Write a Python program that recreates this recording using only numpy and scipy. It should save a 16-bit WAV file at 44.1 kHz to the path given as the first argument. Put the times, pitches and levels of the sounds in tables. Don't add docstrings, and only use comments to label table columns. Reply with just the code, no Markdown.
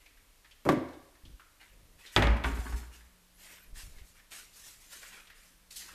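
import sys
import numpy as np
from scipy import signal
from scipy.io import wavfile
from scipy.ndimage import uniform_filter1d

SR = 44100
rng = np.random.default_rng(int(sys.argv[2]) if len(sys.argv) > 2 else 0)


def wav_out(sig):
    wavfile.write(sys.argv[1], SR, np.round(np.clip(np.atleast_2d(sig).T, -1, 1) * 32767).astype(np.int16))


N = 261954
TIME = np.arange(N) / SR
AGE = np.arange(int(1.5 * SR)) / SR


def gain_of(db):
    return 10 ** (np.asarray(db) / 20)


def unit(x):
    return x / np.sqrt(np.sum(x ** 2) + 1e-20)


def rms_one(x):
    return np.sqrt(N) * unit(x)


def read(points, hz):
    f, value = np.transpose(points)
    return np.interp(np.log(hz + 1), np.log(f + 1), value)


def level(s, db):
    return gain_of(np.interp(TIME, s, db, left=-np.inf, right=-np.inf))


def add(mix, s, sound):
    part = mix[max(round(s * SR), 0):][:len(sound)]
    part += sound[:len(part)]


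def colour(x, spectrum, tilt_db=0, size=8192):
    hz = abs(np.fft.fftfreq(size, 1 / SR))
    octaves = np.log2(np.maximum(hz, 250) / 1000)
    log_gain = np.log(gain_of(read(spectrum, hz) + tilt_db * octaves))
    response = np.exp(np.conj(signal.hilbert(log_gain)))
    taps = np.fft.ifft(response).real[:size // 2]
    return signal.oaconvolve(x, unit(taps))[:len(x)]


def noise(spectrum, grain_db=0):
    grit = gain_of(grain_db * np.clip(rng.standard_normal(N), -2, 2))
    return rms_one(colour(rng.standard_normal(N) * grit, spectrum))


def wander(size):
    return rms_one(uniform_filter1d(rng.standard_normal(N), size=size))


def patchy(x, depth_db):
    z = signal.stft(x, SR, nperseg=1024)[2]
    over_hz = uniform_filter1d(rng.standard_normal(z.shape), size=5, axis=0)
    patches = uniform_filter1d(over_hz, size=5, axis=1)
    z = z * gain_of(depth_db * patches / patches.std())
    return rms_one(signal.istft(z, SR)[1][:N])


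def swells(rows, fade_db_per_s):
    power = np.zeros(N)
    for start, rise, hold, db in rows:
        age = TIME - start
        attack = np.clip(age / max(rise, 1e-3), 0, 1)
        fade_db = fade_db_per_s * np.maximum(age - rise - hold, 0)
        power += (attack * gain_of(db - fade_db)) ** 2
    return np.sqrt(power)


def burst(t60):
    return unit(rng.standard_normal(len(AGE)) * gain_of(-60 * AGE / t60))


def room_tail(stretch=1, build_s=0.0012):
    # (frequency [Hz], t60 before stretch [s])
    room_t60 = [(60, 1), (150, 0.44), (300, 0.74), (700, 0.81), (1500, 0.79), (3000, 0.71), (4200, 0.7),
                (6000, 0.59), (12000, 0.21)]
    hz, t, z = signal.stft(rng.standard_normal(len(AGE)), SR, nperseg=512)
    fade = gain_of(-60 * t / (stretch * read(room_t60, hz)[:, None]))
    tail = signal.istft(z * fade, SR)[1][:len(AGE)]
    return unit(tail * (1 - np.exp(-AGE / build_s)))


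def ring(modes, tilt_db=0):
    hz, db, t60 = np.transpose(modes)[:, :, None]
    sign = (-1) ** np.arange(len(modes))[:, None]
    db = db + tilt_db * np.log2(np.maximum(hz, 250)) - 60 * AGE / t60
    return unit(np.sum(sign * gain_of(db) * np.sin(2 * np.pi * hz * AGE), axis=0))


def blow(body, modes, tilt_db, room_db, shake_db, shake_t60, ring_db, stretch, spread_db=1):
    contact = signal.unit_impulse(len(AGE)) + gain_of(shake_db) * burst(shake_t60)
    struck = [(hz, db + spread_db * rng.standard_normal(), t60) for hz, db, t60 in modes]
    thud = unit(colour(contact, body, tilt_db))
    tone = gain_of(ring_db) * ring(struck, tilt_db)
    to_room = thud + 0.35 * tone
    room = unit(signal.fftconvolve(to_room, room_tail(stretch))[:len(AGE)])
    return thud + tone + gain_of(room_db) * room


def air(air_db=-63.5, hum_hz=179):
    # (frequency [Hz], relative level [dB])
    air_spectrum = [(12, -31), (20, 5.5), (48, -0.5), (155, -18.5), (309, -15.5), (355, -23), (397, -17.5),
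                    (690, -20), (750, -23), (936, -19.5), (2400, -21), (6490, -24), (14100, -25),
                    (14900, -39.5)]
    # (time [s], level [dB])
    hum_level = [(0, -106), (2.602, -84), (3.096, -72.5), (4.5, -79.5), (5.94, -76)]
    drift = np.cumsum(rng.standard_normal(N)) / np.sqrt(SR)
    hum = np.sqrt(2) * np.sin(2 * np.pi * (hum_hz * TIME + 0.75 * drift))
    return gain_of(air_db) * noise(air_spectrum) + level(*np.transpose(hum_level)) * hum


def bumps(t60_s=0.15, pat_db=-5, pat_hz=51, pat_db_per_octave=21, grip_fade_db_per_s=199.5):
    # (start [s], rise [s], hold [s], rumble level [dB])
    grip = [(1.68, 0.06, 0.22, -61.5), (3.65, 0.045, 0.33, -64.5), (5.9, .025, .02, -57)]
    # (time [s], wobble level [dB], pitch [Hz])
    shifts = [(1.236, -24.5, 62), (1.264, -26.5, 70), (1.301, -24.5, 58), (1.335, -21, 50),
              (3.678, -20, 32.9), (3.728, -12.5, 32.4), (3.771, -14, 38), (3.835, -13, 42.4),
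              (3.858, -23, 67), (3.918, -19, 28.2), (3.966, -15, 28.7), (4.013, -17, 51.6)]
    # (frequency [Hz], relative level [dB])
    skin = [(15, -4.5), (35, 4.5), (90, -7.5), (150, -10.0), (300, -18.0), (600, -20.0), (2000, -57)]
    dull = [(40, 11.5), (120, -2.5), (190, -11), (280, -20.5), (450, -24), (700, -36), (3000, -44)]
    out = swells(grip, grip_fade_db_per_s) * noise(skin)
    for s, db, hz in shifts:
        share_db = pat_db + pat_db_per_octave * np.log2(hz / pat_hz)
        pat = unit(colour(burst(t60_s), dull))
        wobble = ring([(hz, 0, t60_s)])
        add(out, s, gain_of(db) * (wobble + gain_of(share_db) * pat))
    return out


def swish(from_s=3.335, to_s=3.705, slow_hz=10300, fast_hz=13400, width_hz=800, db=-65.0):
    speed = np.sin(np.pi * np.clip((TIME - from_s) / (to_s - from_s), 0, 1))
    turns = np.cumsum(slow_hz + (fast_hz - slow_hz) * speed) / SR
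    lowpass = signal.butter(2, width_hz / 2, fs=SR, output="sos")
    fuzz = signal.sosfilt(lowpass, rng.standard_normal(N))
    stutter = gain_of(5 * wander(size=1100))
    carrier = np.sqrt(2 * abs(speed)) * np.sin(2 * np.pi * turns)
    return gain_of(db) * rms_one(fuzz * stutter) * carrier


def cloth(rub_db=-1, flutter_db=0.95, snag_db=1.5, fade_db_per_s=130):
    # (start [s], rise [s], hold [s], hiss level [dB], rub level before rub_db [dB])
    slides = [(0, 0.0063, 0.0094, -71, -64.5), (1.596, 0.017, 0, -65, -54.5),
              (1.979, 0.016, 0.023, -63, -60), (2.025, 0.022, 0.019, -63, -56.5),
              (2.109, 0.023, 0.024, -54.5, -55), (2.438, 0.026, 0, -50.5, -47),
              (2.538, 0.015, 0.17, -55, -61), (2.754, 0.017, 0, -52.5, -56),
              (2.899, 0.045, 0.0024, -59, -59), (3.353, 0.09, 0.026, -57, -57),
              (3.488, 0.036, 0.0027, -56, -53.5), (3.74, 0.044, 0.0062, -49, -52),
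              (3.88, 0.097, 0.022, -66, -64.5), (4.036, 0.033, 0.016, -62.5, -86),
              (4.133, 0.023, 0.029, -68, -65.5), (4.303, 0.019, 0.058, -50, -52),
              (4.516, 0.052, 0.036, -55, -63), (4.617, 0.059, 0.0097, -51.5, -57),
              (4.787, 0.033, 0.067, -59.5, -65), (4.892, 0.032, 0.032, -51, -55.5),
              (4.962, 0.074, 0.047, -54, -55), (5.101, 0.022, 0.057, -61, -54.5), (5.197, .02, 0, -67, -63),
              (5.335, 0.028, 0.13, -64.5, -70), (5.703, 0.0073, 0.023, -53, -64.5),
              (5.756, 0.0073, 0, -43, -72), (5.783, 0.035, 0.071, -56.5, -55)]
    # (frequency [Hz], relative level [dB])
    hiss_spectrum = [(880, -16), (1500, -7), (2040, -5.5), (3530, 0.5), (4150, 2.5), (7380, 4), (14000, -2),
                     (14900, -12.5)]
    rub_spectrum = [(100, -17.5), (300, -6.5), (700, -6), (1200, -3), (1900, 4.5), (2900, -0.5), (4500, -8),
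                    (9000, -44)]
    start, rise, hold, hiss_level, rub_level = np.transpose(slides)
    hiss_swell = swells(zip(start, rise, hold, hiss_level), fade_db_per_s)
    rub_swell = swells(zip(start, rise, hold, rub_level + rub_db), fade_db_per_s)
    hiss = patchy(noise(hiss_spectrum, grain_db=3), depth_db=2.6)
    rub = patchy(noise(rub_spectrum, grain_db=6), depth_db=3.5) * gain_of(snag_db * wander(size=130))
    return (hiss_swell * hiss + rub_swell * rub) * gain_of(flutter_db * wander(size=500))


def clicks(room_db=-6, rise_s=.002):
    # (time [s], level [dB], resonance [Hz], burst t60 [s])
    taps = [(0.059, -28, 2400, .06), (0.17, -34.5, 1900, 0.055), (.444, -28.5, 1910, 0.14),
            (0.509, -28, 3100, 0.1), (0.884, -35, 4200, 0.071), (.93, -33, 3480, 0.073),
            (1.15, -35, 1790, 0.092), (1.251, -29, 3310, 0.085), (1.394, -24.5, 1383, 0.17),
            (2.06, -20.5, 3650, 0.2), (3.006, -32, 1830, 0.043), (3.982, -31.5, 2170, .06),
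            (4.194, -31.5, 1795, 0.048), (4.314, -22, 2920, 0.47), (5.029, -21, 1620, 0.083),
            (5.176, -27, 1397, 0.093), (5.27, -28.5, 3080, .06), (5.299, -23.5, 1860, 0.073),
            (5.708, -22, 4270, 0.014), (5.7623, -24, 4700, 0.041), (5.769, -19, 4450, .012),
            (5.887, -25.5, 1180, 0.08)]
    out = np.zeros(N)
    for s, db, hz, t60 in taps:
        shape = [(hz / 8, -24), (hz / 1.2, -14), (hz / 1.6, -7), (hz, 0),
                 (hz * 1.21, -7), (hz * 2.4, -17), (hz * 4, -28)]
        dense = burst(t60) + gain_of(room_db) * room_tail(stretch=1.0)
        touch = unit(dense * (1 - np.exp(-AGE / rise_s)))
        add(out, s, gain_of(db) * unit(colour(touch, shape)))
    return out


def boom(rumble_db=-10.0, overtone_db=-21, fade_db_per_s=248):
    # (start [s], rise [s], hold [s], level [dB])
    pushes = [(2.16, 0.13, 0.043, -23.5), (2.435, 0.022, 0.012, -31), (2.52, 0.013, 0, -30.5),
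              (2.58, 0.018, 0, -31.5), (2.665, 0.019, 0.0076, -34.5), (2.725, 0.021, 0.0014, -31),
              (2.8, 0.015, 0.018, -42), (2.86, 0.012, 0.011, -45.5), (2.94, 0.026, 0.1, -59)]
    # (time [s], frequency [Hz])
    pitch = [(2.16, 61.55), (2.25, 55.6), (2.32, 56.6), (2.46, 58.9), (2.62, 55.6), (2.76, 59.9),
             (3.3, 57.3)]
    # (frequency [Hz], relative level [dB])
    spectrum = [(15, -20), (35, 7.5), (75, 9.5), (110, -12), (200, -17.5), (600, -48), (2000, -92.5)]
    turns = np.cumsum(np.interp(TIME, *np.transpose(pitch))) / SR
    overtone = gain_of(overtone_db) * np.sin(4 * np.pi * turns)
    mode = np.sqrt(2) * (np.sin(2 * np.pi * turns) + overtone)
    return swells(pushes, fade_db_per_s) * (mode + gain_of(rumble_db) * noise(spectrum))


def first_door():
    # (time [s], strength [dB], hardness as treble tilt [dB/octave], room share [dB])
    thumps = [(0.6525, -18.5, 7, 4.5), (0.655, -5, -10.5, -6.5), (0.6602, 2.5, -9, -7.5),
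              (0.6657, 1, -5, -10.5), (0.6889, -2, 2, -1), (0.6903, 6.5, 3, -10), (0.6962, 7, -8.5, -10),
              (0.7206, -8.5, 4.5, -8), (0.728, -1, -6.5, -10), (.745, -10.5, -7, -4), (0.7716, -4, -9, -21),
              (.812, -14, -10.5, -3), (1.253, -31.5, -19.5, -5), (1.295, -37, -15, -9)]
    # (frequency [Hz], relative level [dB])
    body = [(35, -46.5), (70, -15.5), (150, -8), (220, -12.5), (330, 5.5), (450, -7.5), (540, 1),
            (660, -5.5), (860, -10.5), (1020, -4), (1200, -12), (1350, -14.5), (2300, -20.5), (2650, -28),
            (3500, -33), (5600, -42), (14000, -52.5)]
    # (frequency [Hz], relative level [dB], t60 [s])
    modes = [(77.3, -10.5, 0.88), (116, -7, 0.45), (162.2, -14.5, .33), (194, -9, 0.3), (256.9, 7, 0.42),
             (294, 6.5, 0.23), (324, 5.5, 0.21), (365.4, -0.5, 0.26), (418.6, 1, 0.18), (516, 2.5, 0.15),
             (559, -3, 0.16), (608, -6, 0.35), (980, 7, 0.083), (1031, 6, 0.056), (1158, 2.5, 0.11),
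             (1516, -11.5, 0.13)]
    out = np.zeros(N)
    for s, db, tilt_db, room_db in thumps:
        thump = blow(body, modes, tilt_db, room_db,
                     shake_db=3.5, shake_t60=0.092, ring_db=-1.5, stretch=0.93)
        add(out, s, gain_of(db) * thump)
    return out


def catch(touch_db=-6, seat_s=.0008, rebound_db=-7, rebound_s=0.00139, room_db=-11):
    # (frequency [Hz], width [Hz], relative peak level [dB])
    resonances = [(1210, 220, -9), (2075, 510, -6), (3315, 320, 5), (4430, 230, 3), (5940, 880, -12.5),
                  (9200, 1100, -23.5)]
    modes = [(hz, db + 20 * np.log10(width), np.log(1000) / (np.pi * width))
             for hz, width, db in resonances]
    snap = ring(modes)
    out = gain_of(touch_db) * snap
    add(out, seat_s, snap)
    add(out, rebound_s, gain_of(rebound_db) * snap)
    room = unit(signal.fftconvolve(out, room_tail(stretch=0.09))[:len(AGE)])
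    return unit(out) + gain_of(room_db) * room


def second_door(room_db=-1.63):
    # (time [s], strength [dB], hardness as treble tilt [dB/octave], catch click [dB])
    knocks = [(2.1627, 5, 0, 4), (2.1753, 0, -0.5, -18.5), (2.183, 1, -9, -46), (2.191, -7, 0.5, -22),
              (2.2, -4, -13, -46), (2.2227, -1.5, -1.5, -7.5), (2.2255, -2.5, 0, -21),
              (2.237, -1, -3.5, -30), (2.2703, -3.5, -3.5, -12), (2.303, -8, -3.5, -30),
              (2.367, -17.5, 1, -38), (2.4385, -14, 2, -17.5)]
    # (time [s], strength [dB], treble tilt [dB/octave], room share [dB])
    rattles = [(2.4438, -4.5, 2.5, -5), (2.449, -9, -2, -0.5), (2.46, -12, -5.5, 3), (2.5, -16, -6.5, -7),
               (2.572, -17, -2.5, -10), (2.657, -19.5, -2, -11), (2.665, -17.5, 0.5, -5),
               (2.692, -23, -4.5, -7), (2.725, -18.5, -1, -6), (2.742, -19.5, -5, -1),
               (2.831, -31.5, 1.5, 0.5)]
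    # (frequency [Hz], relative level [dB])
    knock_body = [(35, -23), (60, -4.5), (110, -3.5), (190, -10.5), (240, -6.5), (440, -8.5), (520, -10.5),
                  (740, -9.5), (930, -5.5), (1100, -11), (1230, -8.5), (1350, -9.5), (1900, -6.5),
                  (2500, -9.5), (3600, -20), (5500, -28.5), (14000, -39.5)]
    rattle_body = [(60, -19), (250, -1), (420, -3.5), (540, -8), (930, -1.5), (1300, -4), (1500, -1.5),
                   (1750, -2), (2200, -7), (2700, -12), (3400, -14.5), (4200, -26), (7000, -38),
                   (14000, -53)]
    # (frequency [Hz], relative level [dB], t60 [s])
    knock_modes = [(107, 7.5, 0.59), (141, -1, .45), (165.7, 2, 0.54), (213, 1.5, 0.65), (253.4, -1, 0.39),
                   (324, -7, 0.65), (422.5, -8.5, 0.43), (570, 7, 0.39), (650, 7.5, 0.25),
                   (813, -3.5, 0.39), (936, 12, 0.14), (1106, 4, 0.27), (1228, 12, 0.16), (1832, 6, 0.22),
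                   (1940, 5, 0.24), (2300, -2.5, 0.2), (2630, -4, 0.15), (3450, -1, 0.17)]
    rattle_modes = [(218.5, -6.5, 0.43), (267.4, -2, 0.34), (412.3, -1.5, .28), (930, 4, 0.17),
                    (1124, 1, 0.27), (1167, 0, 0.18), (1250, -1, 0.14), (1490, 6.5, 0.11), (1550, 0, 0.18),
                    (2067, -3, 0.11)]
    out = np.zeros(N)
    for s, db, tilt_db, click_db in knocks:
        knock = blow(knock_body, knock_modes, tilt_db, room_db,
                     shake_db=16.0, shake_t60=0.076, ring_db=-3.0, stretch=0.94)
        add(out, s, gain_of(db) * knock)
        add(out, s, gain_of(click_db) * catch())
    for s, db, tilt_db, share_db in rattles:
        rattle = blow(rattle_body, rattle_modes, tilt_db, share_db,
                      shake_db=8.5, shake_t60=0.069, ring_db=-2.5, stretch=1.0)
        add(out, s, gain_of(db) * rattle)
    return out


def scene():
    background = air() + bumps() + swish() + cloth() + clicks()
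    doors = boom() + first_door() + second_door()
    return (background + doors)[None]


def record(dry, edge_hz=14300):
    taps = signal.firwin(401, edge_hz, window=("kaiser", 9), fs=SR)
    return signal.oaconvolve(dry, taps[None], "same")


dry = scene()
out = record(dry)
wav_out(out)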